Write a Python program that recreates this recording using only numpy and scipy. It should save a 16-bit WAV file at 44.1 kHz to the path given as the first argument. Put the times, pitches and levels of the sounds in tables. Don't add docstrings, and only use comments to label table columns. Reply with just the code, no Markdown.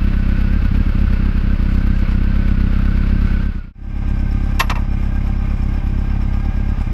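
import sys
import numpy as np
from scipy import signal
from scipy.fft import rfft, irfft, next_fast_len
from scipy.io import wavfile
from scipy.ndimage import uniform_filter1d, map_coordinates

SR = 44100
rng = np.random.default_rng(int(sys.argv[2]) if len(sys.argv) > 2 else 0)


def wav_out(sig):
    wavfile.write(sys.argv[1], SR, np.round(np.clip(np.atleast_2d(sig).T, -1, 1) * 32767).astype(np.int16))


N = 305613


def amp(db):
    return 10 ** (np.asarray(db) / 20)


def unit(x):
    return x / np.sqrt(np.mean(x ** 2) + 1e-20)


def curve(rows):
    return np.interp(np.arange(N) / SR, *np.transpose(rows))


def along(points, hz):
    f, v = np.transpose(points)
    return np.interp(np.log(hz + 1), np.log(f + 1), v)


def filtered(x, response):
    m = next_fast_len(N + SR // 2)
    return irfft(rfft(x, m) * response(np.fft.rfftfreq(m, 1 / SR)), m)[:N]


def wobble(rate):
    return map_coordinates(rng.standard_normal(int(N * rate / SR) + 4), [np.arange(N) * rate / SR])


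def bump(x, centre, width):
    return np.exp(-.5 * ((x - centre) / width) ** 2)


# start_s, burn_strength
WEAK_FIRINGS = [(0.01, 0.9), (0.11, 0.75), (0.35, 0.75), (0.6, -0.44), (0.69, -0.38), (0.81, 1.25),
                (0.84, 0.2), (0.92, 0.0), (1.08, -0.6), (1.17, 0.5), (1.32, 0.3), (1.41, 0.4), (1.56, 0.15),
                (1.81, 0.65), (1.9, 1.2), (2.0, 0.6), (2.06, 0.33), (2.43, 0.75), (2.55, 0.75), (3.13, 1.2),
                (3.25, 1.2), (3.28, 0.5), (3.37, 0.73), (3.525, 0.04), (3.615, 0.12), (4.35, 1.25),
                (4.61, 0.5), (4.85, 0.5), (5.57, 0.46), (5.81, 0.25), (5.9, 0.7), (6.05, 0.75),
                (6.52, 0.28), (6.75, 0.25), (6.84, 0.05)]
# start_s, firings_per_s
IDLE_NEAR = [(0.0, 33.46), (0.37, 32.44), (0.79, 37.0), (1.02, 36.09), (1.3, 35.96), (1.53, 34.52),
             (1.68, 34.51), (1.86, 33.57), (2.46, 33.64), (2.65, 32.31), (2.84, 33.15), (3.3, 33.05),
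             (3.73, 34.42)]
IDLE_FRONT = [(3.73, 33.97), (4.19, 33.65), (5.11, 34.08), (5.61, 33.5), (5.95, 35.22), (6.31, 33.93),
              (6.53, 35.7), (6.93, 34.02)]
SAG_PER_S, RECOVER_S = 2.0, 0.2


def crank(idle, start):
    t = np.arange(N) / SR
    first, last = idle[0][0], idle[-1][0]
    sag = sum((1 - strength) * (t > s) * np.exp(-abs(t - s) / RECOVER_S)
              for s, strength in WEAK_FIRINGS if first <= s < last)
    passed = np.cumsum(curve(idle) - SAG_PER_S * sag) / SR
    return start + passed - passed[round(first * SR)]


# delay_ms, width_ms, size of cylinders 1, 2, 3, 4 at full burn
BLOWDOWN = [(-1.15, 1.12, -0.24, -0.23, -0.3, -0.34), (1.21, 1.31, 0.5, 0.4, 0.52, 0.51),
            (4.83, 1.2, 0.23, 0.41, 0.27, 0.26), (8.59, 1.36, -0.27, -0.11, -0.2, -0.33)]
# delay_ms, width_ms (before a narrowing by 0.96), relative size of cylinders 1, 2, 3, 4
PUMPING = [(-10.0, 2.19, 0.06, 0.08, 0.19, 0.12), (-5.12, 1.72, 0.3, 0.24, 0.07, 0.04),
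           (-1.21, 2.4, 0.19, 0.24, 0.27, 0.32), (11.51, 2.89, -0.02, -0.22, -0.22, -0.09)]
# delay_ms, width_ms, size at strength -1
BACKFLOW = [(-8, 3, .15), (5, 2.3, -.85), (10.5, 2.6, .5)]
# pitch_hz, level_db
MUFFLER = [(20, 0), (80, 2.5), (130, 2.5), (160, 1.5), (200, 4.5), (260, 2), (320, 4.5), (370, 20),
           (430, -5.5), (700, -11)]
WEAK_DULL = 0.24
RUSH_MS, RUSH_IDLE = 7.4, 1
RUSH_DB = -37.5


def cylinder_waves(table, cylinder, ms, widen):
    return sum(np.take(size, cylinder)[:, None] * bump(ms, delay, width * widen)
               for delay, width, *size in table)


def exhaust(passed, span, pump_db, pump_db_per_s, scatter, jitter_ms, slip_ms):
    t = np.arange(N) / SR
    first, last = np.interp(span, t, passed)
    firing = np.arange(np.ceil(first), last + 1).astype(int)
    when = np.interp(firing, [*passed, passed[-1] + IDLE_FRONT[-1][1]], [*t, t[-1] + 1])
    chance = rng.standard_normal((len(firing), 2))
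    burn = 1 + scatter * chance[:, 0]
    for s, strength in WEAK_FIRINGS:
        if span[0] <= s <= span[1]:
            k = np.argmin(abs(when - s))
            slip_s = slip_ms * (1 - strength) / 1000
            burn[k] = strength
            when[max(k - 1, 0)] -= slip_s
            when[k] += slip_s
    when += jitter_ms * chance[:, 1] / 1000

    near = np.arange(-SR // 40, SR // 40)
    ms = 1000 * near / SR
    at = np.round(when * SR).astype(int)[:, None] + near

    def placed(rows):
        return np.bincount(at.ravel() + SR, rows.ravel(), N + 2 * SR)[SR:SR + N]

    burnt, sucked = burn.clip(0)[:, None], (-burn).clip(0)[:, None]
    widen = 1 + WEAK_DULL * (.8 - burn).clip(0)[:, None]
    pump = amp(pump_db + pump_db_per_s * (when - np.mean(span)))[:, None]
    shape = burnt * cylinder_waves(BLOWDOWN, firing % 4, ms, widen)
    shape += pump * cylinder_waves(PUMPING, firing % 4, ms, 0.96)
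    shape += sucked * sum(size * bump(ms, delay, width) for delay, width, size in BACKFLOW)
    thud = filtered(placed(shape), lambda f: amp(along(MUFFLER, f)))
    gate = RUSH_IDLE + placed(burnt * bump(ms, RUSH_MS, RUSH_MS))
    return thud + turbulence(RUSH_DB, gate)


# start_s, peak_db, rise_ms, tilt_db_per_octave
STAND_CONTACTS = [(4.594, -15.5, 3, 9), (4.598, -5, 2.1, 1), (4.601, -2, 4.1, 0.5),
                  (4.6075, -2.5, 1.6, -4.5), (4.615, -14, 4.7, -3), (4.628, -23, 4, -2),
                  (4.638, -21.5, 6.2, -6), (4.696, -11.5, 2.7, -2), (4.700, -8, 3.4, -1.5),
                  (4.708, -13, 2.5, -6.5), (4.714, -12, 3.8, -6), (4.754, -17, 2.3, -2.5),
                  (4.761, -19, 3.8, -3), (4.769, -19, 4.6, -10), (4.783, -27, 4, -11),
                  (4.793, -28, 3.4, -13)]
# pitch_hz, level_db, t60_s
STEEL_MODES = [(616, -10, 0.06), (780, -11.5, 0.035), (913, 2.5, 0.052), (990, 1, 0.028), (1064, 3, 0.037),
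               (1210, -8, 0.055), (1370, -9, 0.063), (1850, -4.5, 0.055), (1954, -3, 0.031),
               (2350, 3.5, 0.036), (2680, 8, 0.034), (2900, -8, .03), (3570, -3, .023), (3790, -7, .027),
               (5290, -13, 0.057), (6010, -26, .09), (5940, -19, 0.07), (11535, -22, 0.17)]
# pitch_hz, level_db (per Hz)
CRASH = [(240, -36), (450, -14), (750, -12.5), (1000, 5), (1500, -11.5), (2000, -8.5), (2700, -9.5),
         (3300, -11.5), (6000, -18), (9500, -35.5), (11600, -28), (15600, -51)]


def stand():
    out, t = np.zeros(N + SR), np.arange(SR // 8) / SR
    hz_grid = np.fft.rfftfreq(len(t), 1 / SR)
    for s, peak_db, rise_ms, tilt_db in STAND_CONTACTS:
        rises = 1000 * t / rise_ms
        chatter = rng.standard_normal(len(t)) * rises * np.exp(-rises)
        colour_db = along(CRASH, hz_grid) + tilt_db * np.log2(hz_grid / 1000 + 0.093)
        crash = irfft(rfft(chatter) * amp(colour_db), len(t))
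        modes = sum(amp(level + tilt_db * np.log2(hz / 1000) + rng.normal(0, 2.2) - 60 * t / t60)
                    * np.sin(2 * np.pi * hz * t) for hz, level, t60 in STEEL_MODES)
        blow = 0.95 * unit(crash) + unit(modes * (1 - np.exp(-rises)))
        taper = 1 - t / t[-1]
        out[round(s * SR):][:len(t)] += amp(peak_db) * blow / abs(blow).max() * taper
    return out[:N]


# pitch_hz, level_db (per Hz)
CASE_NEAR = [(250, -5.5), (430, -3), (547, 0.5), (685, -7.5), (1500, -3.5), (1790, -7), (2610, -7.5),
             (3310, -15.5), (4900, -19.5), (7340, -50), (9770, -54), (11400, -34.5), (13000, -48),
             (15600, -42)]
CASE_FRONT = [(260, -18), (430, -5.5), (700, -8), (950, -7), (1250, -6), (1420, -13), (1610, -8),
              (1900, -13.5), (2400, -11.5), (3400, -21), (3950, -22), (4100, -27), (4550, -34),
              (4750, -21.5), (6500, -35.5), (9800, -62.5), (15600, -41.5)]
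# pitch_hz, width_hz, level_db, knock_rise_db,
# knock_at (firings into each cam turn), drift_db_per_s (from the start of each listening position)
RING_NEAR = [(517, 280, -46, -3, 1.8, -7), (1388, 65, -29.5, 7, 0.098, 2.5), (1264, 100, -30.5, 7, 1.8, 1),
             (2217, 32, -30.5, -2, 2.8, 2.5), (2630, 30, -21.5, 3, 1.1, -3.5), (6260, 5100, -33, 4, 1.9, 1),
             (12400, 2000, -38.5, 13, 1.95, -1.5)]
RING_FRONT = [(599, 25, -19, 2, 1, 0), (787, 54, -12, 3.1, 2.5, 0), (1218, 35, -22, 7.9, 2.35, 0),
              (2140, 70, -20.5, 9.8, 0.25, 0), (2398, 39, -19, 2.9, 0.68, 0),
              (5370, 71, -34.5, 16, 2.54, 0), (7600, 3600, -29.5, 8.5, 2.27, 0),
              (11900, 1100, -33.5, 4.7, 1.8, 0)]
TAP_AT = 1.95
CLACK_AT, CLACK_DIES = 0.8, 0.35
CLACK_TOP_HZ = 2500
FLICKER_DB = 2.5


def rattle(passed, case, ring, level_db, ticks, tick_db, beat_db, clack_db, since):
    grit = (rng.random(N) < ticks / SR) * rng.standard_normal(N)
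    drive = rng.standard_normal(N) + amp(tick_db) * unit(grit)
    swell_db = beat_db * np.cos(2 * np.pi * (passed - .03)) + .5 * wobble(14) + .9 * wobble(60)

    def knock(at):
        return bump((passed - at + 2) % 4 - 2, 0, .2) * (1 + .12 * wobble(8))

    since_seating = passed - CLACK_AT
    strength = abs(1 + .22 * rng.standard_normal(200))[since_seating.clip(0).astype(int) % 200]
    clack = clack_db * strength * np.exp(-(since_seating % 1) / CLACK_DIES)
    out = amp(2.0 * knock(TAP_AT)) * unit(filtered(drive, lambda f: amp(along(case, f))))
    for hz, width, db, knock_db, at, drift_db in ring:
        cover = unit(filtered(drive, lambda f: 1 / (1 + (2 * (f - hz) / width) ** 2)))
        cover_db = db + knock_db * knock(at) + FLICKER_DB * wobble(20) + drift_db * since
        if hz < CLACK_TOP_HZ:
            cover_db = cover_db + clack - clack.mean()
        out += amp(cover_db) * cover
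    return amp(level_db + swell_db) * out


# start_s, pitch_hz
MESH_NEAR = [(0, 1510), (.1, 1485), (.2, 1500), (.49, 1480), (.54, 1600), (.62, 1495), (.7, 1470),
             (.74, 1570), (.8, 1610), (.88, 1570), (.93, 1490), (1.04, 1540), (1.17, 1450), (1.24, 1570),
             (1.35, 1560), (1.44, 1470), (1.52, 1540), (1.6, 1470), (1.84, 1540), (1.91, 1515),
             (1.96, 1605), (2.03, 1500), (2.17, 1470), (2.27, 1550), (2.4, 1520), (2.58, 1460),
             (2.71, 1480), (2.76, 1550), (2.9, 1500), (2.95, 1545), (3.02, 1520), (3.08, 1550),
             (3.22, 1535), (3.38, 1480), (3.43, 1570), (3.55, 1470), (3.65, 1410)]
MESH_FRONT = [(3.9, 1570), (4.1, 1580), (4.2, 1555), (4.55, 1570), (4.78, 1580), (4.97, 1535), (5.06, 1587),
              (5.45, 1565), (5.6, 1530), (5.77, 1610), (5.86, 1530), (6.03, 1585), (6.2, 1555), (6.5, 1620),
              (6.7, 1585), (6.93, 1545)]
# start_s, level_db
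MESH_LEVEL = [(0, -2.5), (.5, 1), (.9, -3.5), (2.2, -1.5), (2.4, -0.5), (3.0, -1.5), (3.35, 2), (3.9, -1),
              (4.2, -1), (4.5, 0), (4.95, -2.5), (5.13, 0.5), (5.25, -4), (5.4, 1), (5.6, -10), (5.77, 1.5),
              (5.87, -9), (6.05, 2), (6.2, -6), (6.4, 1), (6.7, -0.5), (6.93, -8)]
SURGE_AT = .3


def whine(passed, pitch, level_db, waver, ripple, surge, slack_at, slack_db):
    hz = uniform_filter1d(curve(pitch), SR // 30)
    stroke = np.cos(2 * np.pi * (passed - .1))
    jump = .5 - (passed - SURGE_AT) % 4 / 4
    hz *= 1 + waver * wobble(16) - ripple * stroke + surge * jump
    slack = bump((passed - slack_at + 1) % 2 - 1, 0, .25)
    load_db = 2.2 * wobble(25) - slack_db * slack
    return amp(level_db + curve(MESH_LEVEL) + load_db) * np.sin(2 * np.pi * np.cumsum(hz) / SR)


PING_HZ, PING_T60_S, PING_AT = 5360, .04, 1.65


def ping(passed, level_db, scatter_db):
    struck = np.diff((passed - PING_AT) // 4, prepend=0) > 0
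    blows = struck * amp(level_db + scatter_db * wobble(40))
    t = np.arange(SR // 10) / SR
    envelope = amp(-60 * t / PING_T60_S) * (1 - np.exp(-t / 0.0029))
    return signal.fftconvolve(blows, envelope * np.sin(2 * np.pi * PING_HZ * t))[:N]


# pitch_hz, level_db (per Hz)
FLOW = [(15, -26), (40, -32), (150, -9), (300, 2), (380, -7.5), (480, -23), (900, -54)]


def turbulence(level_db, gate):
    flow = filtered(rng.standard_normal(N), lambda f: amp(along(FLOW, f)))
    return amp(level_db + 1.46 * wobble(12)) * unit(gate * flow)


# pitch_hz, level_db
FRONT_SPOT = [(105, 0.1), (134, 4), (170, -4), (205, -2), (250, -2), (340, 0.5), (450, -4)]
MOVE_S = 3.73
FADE_OUT_S, FADE_IN_S = 0.38, 0.38
NEAR_DB, FRONT_DB = -2.5, -5


def scene():
    t = np.arange(N) / SR
    turns = crank(IDLE_NEAR, start=0.48)
    near = exhaust(turns, (0, MOVE_S), pump_db=2.5, pump_db_per_s=0.16,
                   scatter=0.1, jitter_ms=0.28, slip_ms=1.09)
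    near += rattle(turns, CASE_NEAR, RING_NEAR, level_db=-35.0, ticks=360, tick_db=-10.5,
                   beat_db=1.0, clack_db=18.5, since=t)
    near += whine(turns, MESH_NEAR, level_db=-36.5, waver=0.006, ripple=0.015, surge=.025,
                  slack_at=1.58, slack_db=7)

    turns = crank(IDLE_FRONT, start=2.1)
    front = exhaust(turns, (MOVE_S, N / SR), pump_db=2.0, pump_db_per_s=-0.36,
                    scatter=0.09, jitter_ms=0.29, slip_ms=0.86)
    front = filtered(front, lambda f: amp(along(FRONT_SPOT, f)))
    front += rattle(turns, CASE_FRONT, RING_FRONT, level_db=-36.5, ticks=510, tick_db=-10.5,
                    beat_db=0.45, clack_db=10.0, since=t - MOVE_S)
    front += whine(turns, MESH_FRONT, level_db=-37.5, waver=.008, ripple=0.0059, surge=0.0092,
                   slack_at=1.65, slack_db=17)
    front += ping(turns, level_db=-38.5, scatter_db=4.5)

    fade_out = np.clip((MOVE_S - t) / FADE_OUT_S, 0, 1)
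    fade_in = np.clip((t - MOVE_S) / FADE_IN_S, 0, 1)
    engine = amp(NEAR_DB) * fade_out * near + amp(FRONT_DB) * fade_in * front
    return (engine + stand())[None]


DIP_FROM_DB, DIP_SHARE = -18.5, 0.12
DIP_BACK_DB_PER_S, SHARP_HZ = 1.5, 800
LOW_HZ, TOP_HZ = 14, 15719


def record(dry):
    t = np.arange(N) / SR
    sharp = filtered(dry[0], lambda hz: hz > SHARP_HZ)
    power = abs(uniform_filter1d(sharp ** 2, size=SR // 100, origin=SR // 200 - 1))
    need_db = DIP_SHARE * (10 * np.log10(power + 1e-12) - DIP_FROM_DB).clip(0)
    recovery_db = DIP_BACK_DB_PER_S * t
    dip_db = np.maximum.accumulate(need_db + recovery_db) - recovery_db

    def band(hz):
        return (hz < TOP_HZ) / np.hypot(1, (LOW_HZ / (hz + .1)) ** 4)

    return filtered(amp(-dip_db) * dry[0], band)[None]


dry = scene()
out = record(dry)
wav_out(out)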